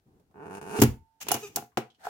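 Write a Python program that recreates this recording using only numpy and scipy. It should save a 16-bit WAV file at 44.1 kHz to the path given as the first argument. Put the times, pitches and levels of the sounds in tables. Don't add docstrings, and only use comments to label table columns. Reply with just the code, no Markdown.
import sys
import numpy as np
from scipy import signal
from scipy.fft import rfft, irfft
from scipy.io import wavfile
from scipy.ndimage import uniform_filter1d

SR = 44100
rng = np.random.default_rng(int(sys.argv[2]) if len(sys.argv) > 2 else 0)


def waveform_to_disk(signal):
    frames = np.transpose(np.atleast_2d(signal))
    scaled = np.clip(frames, -1, 1) * 32767
    samples = np.round(scaled).astype(np.int16)
    wavfile.write(sys.argv[1], SR, samples)


N = 92521

# (frequency [Hz], level [dB])
WIDTH = [(60, -8.5), (300, -13.5), (700, -4.5), (1400, 2), (16000, -1)]


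def amp(db):
    return 10 ** (np.asarray(db) / 20)


def seconds():
    return np.arange(N) / SR


def decay(t, t60):
    return np.exp(-np.log(1000) * t / t60)


def level_curve(points):
    when, db = np.array(points).T
    return amp(np.interp(seconds(), when, db))


def gains(points, size=N):
    hz, db = np.array(points, float).T
    bins_hz = np.arange(size // 2 + 1) * SR / size
    return amp(np.interp(np.log(bins_hz + 1), np.log(hz), db))


def colour(x, points):
    return irfft(rfft(x) * gains(points), N)


def noise(points):
    mid, side = rng.standard_normal((2, N))
    side = colour(side, WIDTH)
    x = colour([mid + side, mid - side], points)
    return x / x.std()


def unit(h):
    energy = np.mean(np.sum(h ** 2, axis=-1))
    return h / np.sqrt(energy / (SR / 100))


def through(x, h):
    return signal.fftconvolve(np.atleast_2d(x), np.atleast_2d(h), axes=-1)[:, :N]


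def ring(modes):
    t, out = seconds()[:SR], 0
    for k, (hz, db, t60) in enumerate(modes):
        sign = (-1) ** k
        skew = sign * min(hz / 3000, .9) * np.array([[1], [-1]])
        swell = 1 - np.exp(-2 * t * hz)
        out = out + sign * amp(db) * swell * decay(t, t60) * np.cos(2 * np.pi * hz * t + skew)
    return unit(out)


def burst(points, fade):
    size = len(fade)
    parts = rfft(rng.standard_normal((2, size)) * fade)
    even_bins = int(250 * size / SR)
    power = uniform_filter1d(np.abs(parts) ** 2, even_bins, axis=-1)
    mid, side = parts / np.sqrt(power) * gains(points, size=size)
    side = side * gains(WIDTH, size=size)
    first_half = np.arange(size) < size / 2
    return unit(irfft([mid + side, mid - side], size) * first_half)


def grain(rate, depth_db):
    knots = np.arange(0, N / SR + 1, 1 / rate)
    return amp(depth_db * np.interp(seconds(), knots, rng.standard_normal(len(knots))))


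def stick_slip(push):
    jitter, scatter_db, treble_hz = .04, 2.5, 2400
    when, rate, db, treble = np.array(push).T
    slips, at = np.zeros(N), when[0]
    taps = np.arange(-8, 9)
    for late, size in rng.standard_normal((200, 2)):
        if at > when[-1]:
            break
        pulse = np.sinc(taps - at * SR % 1) * np.hanning(len(taps))
        slips[int(at * SR) + taps] += amp(np.interp(at, when, db) + scatter_db * size) * pulse
        at += np.exp(jitter * late) / np.interp(at, when, rate)
    low = signal.sosfiltfilt(signal.butter(2, treble_hz, fs=SR, output="sos"), slips)
    return low + (slips - low) * amp(np.interp(seconds(), when, treble))


def creak():
    # (time [s], slip rate [1/s], level [dB], treble gain [dB])
    first_push = [(.343, 70.4, -55, -51.5), (.353, 77.6, -50, -17.5), (.378, 113, -50.5, -19),
                  (.405, 131, -44, -18), (.443, 175, -48.5, -10), (.455, 100, -42, -9),
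                  (.466, 70, -40.5, -7), (.485, 60, -43.5, -8)]
    middle_push = [(.498, 87.9, -44, -6.5), (.525, 91.2, -44.5, -2), (0.559, 102.1, -40, 6.5),
                   (0.589, 85.8, -42.5, -1.5)]
    last_push = [(.614, 70.4, -42, 4.5), (0.659, 89.4, -42.5, 0), (0.693, 113.2, -38.5, 3.5),
                 (0.726, 177.5, -38.5, 6), (0.746, 246.8, -37, 0), (0.764, 405.7, -38, 6.5),
                 (0.777, 558, -45.5, 11.5), (.79, 853, -37.5, 1.5)]
    # (frequency [Hz], level [dB])
    card = [(60, -28.5), (130, -16.5), (235, 9.5), (330, -6.5), (420, 11.5), (600, -11), (830, 3),
            (1100, -12.5), (1450, -7), (1900, -23.5), (2700, -17.5), (3400, -37.5), (6300, -27),
            (7700, -29.5), (9300, -26), (12000, -34.5), (16000, -52)]
    ring_s, tail_s, tail_db = 0.0071, 0.0085, -14.5
    t = seconds()[:SR // 2]
    slips = sum(stick_slip(push) for push in (first_push, middle_push, last_push))
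    fade = np.exp(-t / ring_s) + amp(tail_db) * np.exp(-t / tail_s)
    return through(slips, burst(card, fade))


def blows():
    # (time [s], desk [dB], frame [dB], clack [dB], tick [dB], pin [dB], left minus right [dB])
    blow_table = [(.789, -21, -54, -32.5, -55, -63, -3), (.801, -62, -49, -63, -34, -51.5, -3),
                  (.8172, -10.5, -40, -23.5, -22, -41.5, 2.5), (.8205, -17.5, -30, -18, -17.5, -51.5, -1),
                  (.8275, -14.5, -38, -36.5, -27.5, -34.5, -3), (.8352, -14.5, -30.5, -34, -24.5, -51.5, 0),
                  (1.268, -55, -59, -43, -67, -76.5, -5), (1.2858, -45.5, -38, -33, -29, -38, 0.5),
                  (1.308, -53, -61, -31.5, -54, -62.5, -10.5), (1.3162, -41, -22, -34.5, -21, -23.5, -1),
                  (1.342, -38.5, -44, -30.5, -28.5, -56, -1.5), (1.351, -42, -37, -67, -37.5, -48, 2.5),
                  (1.363, -69, -50, -36.5, -49, -50, -1.5), (1.5598, -45, -59.5, -40.5, -22.5, -49, 1),
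                  (1.570, -56, -32.5, -38, -58.5, -72, 0.5), (1.5825, -44, -40, -40.5, -61, -59.5, -3),
                  (1.623, -51.5, -45.5, -59, -70, -71, -0.5), (1.640, -68, -66, -65.5, -82, -84, 0),
                  (1.7722, -28, -29, -25, -52, -68, -0.5), (1.7775, -35.5, -36, -39, -68, -71, 5.5),
                  (2.068, -70.5, -28.5, -54, -52.5, -65, -0.5)]
    # (frequency [Hz], level [dB], t60 [s])
    desk_modes = [(86, -15.5, 0.067), (124.9, 1.5, .16), (171.1, -16.5, 0.027), (227.5, 5.5, 0.066),
                  (316, -1, 0.058), (345, -1, 0.069), (424, 1, 0.082), (526, -16.5, 0.12)]
    frame_modes = [(434.1, -18.5, 0.27), (721, 0.5, .06), (816.5, -2.5, 0.07), (990, 3, 0.01),
                   (1383, -7.5, 0.037), (1610, -10, 0.018)]
    pin_modes = [(2843, -11, .08), (2890, -8, 0.08), (6360, -18, .06), (6750, -2, 0.023),
                 (10950, -0.5, 0.053), (13030, -7.5, .05)]
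    # (frequency [Hz], level [dB])
    clack_colour = [(30, -34), (90, -13.5), (200, 0.5), (420, 11.5), (560, 0), (850, 4.5), (1300, -5.5),
                    (2000, -7.5), (2850, -5.5), (3800, -15), (7000, -17.5), (16000, -38)]
    tick_colour = [(500, -23), (2000, -11.5), (2900, -13.5), (4200, -4), (6800, 4), (8800, -4), (11000, 1),
                   (15500, 1.5)]
    clack_s, tick_s = 0.0075, 0.0036
    buzz_s, buzz_db = 0.012, -21
    t, out = seconds()[:SR // 2], np.zeros((2, N + SR))
    desk, frame, pin = (ring(modes)[:, :len(t)] for modes in (desk_modes, frame_modes, pin_modes))
    buzz = amp(buzz_db) * np.exp(-t / buzz_s)
    for at, desk_db, frame_db, clack_db, tick_db, pin_db, pan_db in blow_table:
        clack = burst(clack_colour, np.exp(-t / clack_s) + buzz)
        tick = burst(tick_colour, np.exp(-t / tick_s) + buzz)
        hit = amp(desk_db) * desk + amp(frame_db) * frame + amp(pin_db) * pin
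        hit = hit + amp(clack_db) * clack + amp(tick_db) * tick
        i = int(at * SR)
        out[:, i:i + len(t)] += hit * amp([[pan_db / 2], [-pan_db / 2]])
    return out[:, :N]


def squeak():
    # (time [s], pitch [Hz], level [dB])
    glide = [(1.389, 380.4, -64), (1.421, 398.8, -53), (1.434, 429.5, -36), (1.451, 408.4, -37),
             (1.478, 408, -50.5), (1.50, 395, -70.5), (1.53, 410, -110)]
    # (multiple of the pitch [-], level [dB])
    partials = [(1, 0), (2, -18), (3, -14), (4, -24), (6, -9), (7, -19), (9, -19), (12, -18), (15, -12),
                (18, -18)]
    t, (when, hz, db) = seconds(), np.array(glide).T
    pitch = np.interp(t, when, hz) * grain(rate=330, depth_db=-0.1)
    phase = 2 * np.pi * np.cumsum(pitch) / SR
    sides = np.array([[1], [-1]])
    tone = sum(amp(level) * np.sin(k * phase + sides * min(k / 6, .7)) for k, level in partials)
    return tone * amp(np.interp(t, when, db)) * (t > when[0]) * (t < when[-1])


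def pin_scrapes():
    # (time [s], length [s], level [dB])
    scrapes = [(0.79, 0.041, -41), (1.202, 0.028, -39), (1.246, 0.057, -56.5), (1.313, 0.036, -36),
               (1.36, 0.12, -50.5), (1.47, 0.089, -63.5)]
    # (frequency [Hz], level [dB])
    scrape_colour = [(200, -16), (850, 2), (1700, -3.5), (2800, 4), (4200, -5), (6500, 5), (9000, -6),
                     (13000, -1.5), (16000, -8)]
    attack_s, release_s = 0.015, .007
    t, rub = seconds(), 0
    for at, length, db in scrapes:
        attack = np.clip((t - at) / attack_s, 0, 1)
        release = np.exp(-np.maximum(t - at - length, 0) / release_s)
        rub = rub + amp(db) * attack * release
    return rub * noise(scrape_colour) * grain(rate=1300, depth_db=1.5)


def sliding():
    # (time [s], level [dB])
    slide_level = [(1.975, -86), (2.0, -61), (2.03, -55.5), (2.056, -40.5), (2.08, -46.5), (2.1, -39)]
    # (frequency [Hz], level [dB])
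    slide_colour = [(60, -17.5), (300, -15), (520, -13.5), (740, 4.5), (1100, -14), (1550, -5), (2200, -19),
                    (4500, -20.5), (8000, -25), (16000, -30)]
    return level_curve(slide_level) * noise(slide_colour) * grain(rate=750, depth_db=2.0)


def hand_grip():
    # (time [s], level [dB])
    grip_level = [(0, -81), (.05, -87), (.07, -69.5), (.13, -66), (.2, -61), (.25, -64.5), (.29, -74),
                  (.35, -64.5), (.9, -57.5), (1.0, -66.5), (1.08, -93.5), (1.2, -79), (1.25, -52),
                  (1.5, -62.5), (1.62, -54), (1.7, -82.5), (1.97, -78.5), (2.1, -80)]
    # (frequency [Hz], level [dB])
    hand_colour = [(30, -8.5), (130, 6), (250, 3), (430, 0), (600, -15.5), (820, -9), (1500, -31),
                   (4000, -39), (16000, -37.5)]
    return level_curve(grip_level) * noise(hand_colour) * grain(rate=30, depth_db=5)


def tinks():
    # (time [s], centre frequency [Hz], level [dB])
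    touches = [(0.198, 423, -62), (0.312, 685, -66), (1.284, 2700, -31.5), (1.719, 1087, -66.5),
               (1.772, 433, -26.5), (1.902, 3255, -60.5), (1.947, 3096, -65.5)]
    fade_s = 0.016
    t, out = seconds(), 0
    for at, hz, db in touches:
        band = noise([(hz / 2, -35), (hz / 1.12, -12), (hz, 0), (hz * 1.13, -10), (hz * 2, -20), (hz * 4, -40)])
        out = out + amp(db) * band * (t > at) * np.exp(-np.abs(t - at) / fade_s)
    return out


def spring():
    start, stop = .82, 1.23
    hz, t60 = 893.6, 1.8
    t = seconds()
    free = np.clip(np.minimum(t - start, stop - t) / .01, 0, 1)
    tone = free * decay(t - start, t60) * np.sin(2 * np.pi * hz * t)
    return amp(-61) * tone * amp([[-7], [5]])


def shudder():
    # (time [s], level [dB])
    rumble_level = [(.78, -79), (.83, -35), (.895, -33), (.96, -55), (1.01, -56.5), (1.08, -82),
                    (1.2, -100)]
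    # (frequency [Hz], level [dB])
    rumble_colour = [(20, -16), (45, -0.5), (85, 0.5), (110, -11), (170, -13), (400, -25), (700, -53.5),
                     (4000, -82.5)]
    return level_curve(rumble_level) * noise(rumble_colour)


def room(dry):
    # (frequency [Hz], level [dB])
    room_colour = [(40, -1.5), (150, 3.5), (500, 2), (2500, 1.5), (7000, -3), (16000, -4)]
    level_db, t60, delay_s = -14.5, 0.21, .007
    t = seconds()
    onset = np.clip(t / delay_s - 1, 0, 1)
    tail = noise(room_colour) * onset * decay(t, t60)
    tail = tail / np.sqrt(np.sum(tail ** 2) / 2)
    return amp(level_db) * through(dry, tail)


def air():
    # (frequency [Hz], level [dB])
    air_colour = [(25, -13), (80, -1.5), (250, -17), (700, -23.5), (1200, -26), (16000, -33)]
    return amp(-79.5) * noise(air_colour)


def scene():
    dry = creak() + blows() + squeak() + pin_scrapes() + sliding() + hand_grip() + tinks() + shudder()
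    return dry + spring() + room(dry) + air()


def record(dry):
    # (frequency [Hz], level [dB])
    balance = [(100, 1), (800, -1), (2000, 2.1), (5000, -1.5), (14000, 4.2)]
    low_cut_hz, top_hz = 32, 16000
    x = irfft(rfft(dry) * gains(balance) ** np.array([[.5], [-.5]]), N)
    x = signal.sosfilt(signal.butter(2, low_cut_hz, "high", fs=SR, output="sos"), x)
    return signal.sosfilt(signal.ellip(8, .2, 70, top_hz, fs=SR, output="sos"), x)


dry = scene()
out = record(dry)
waveform_to_disk(out)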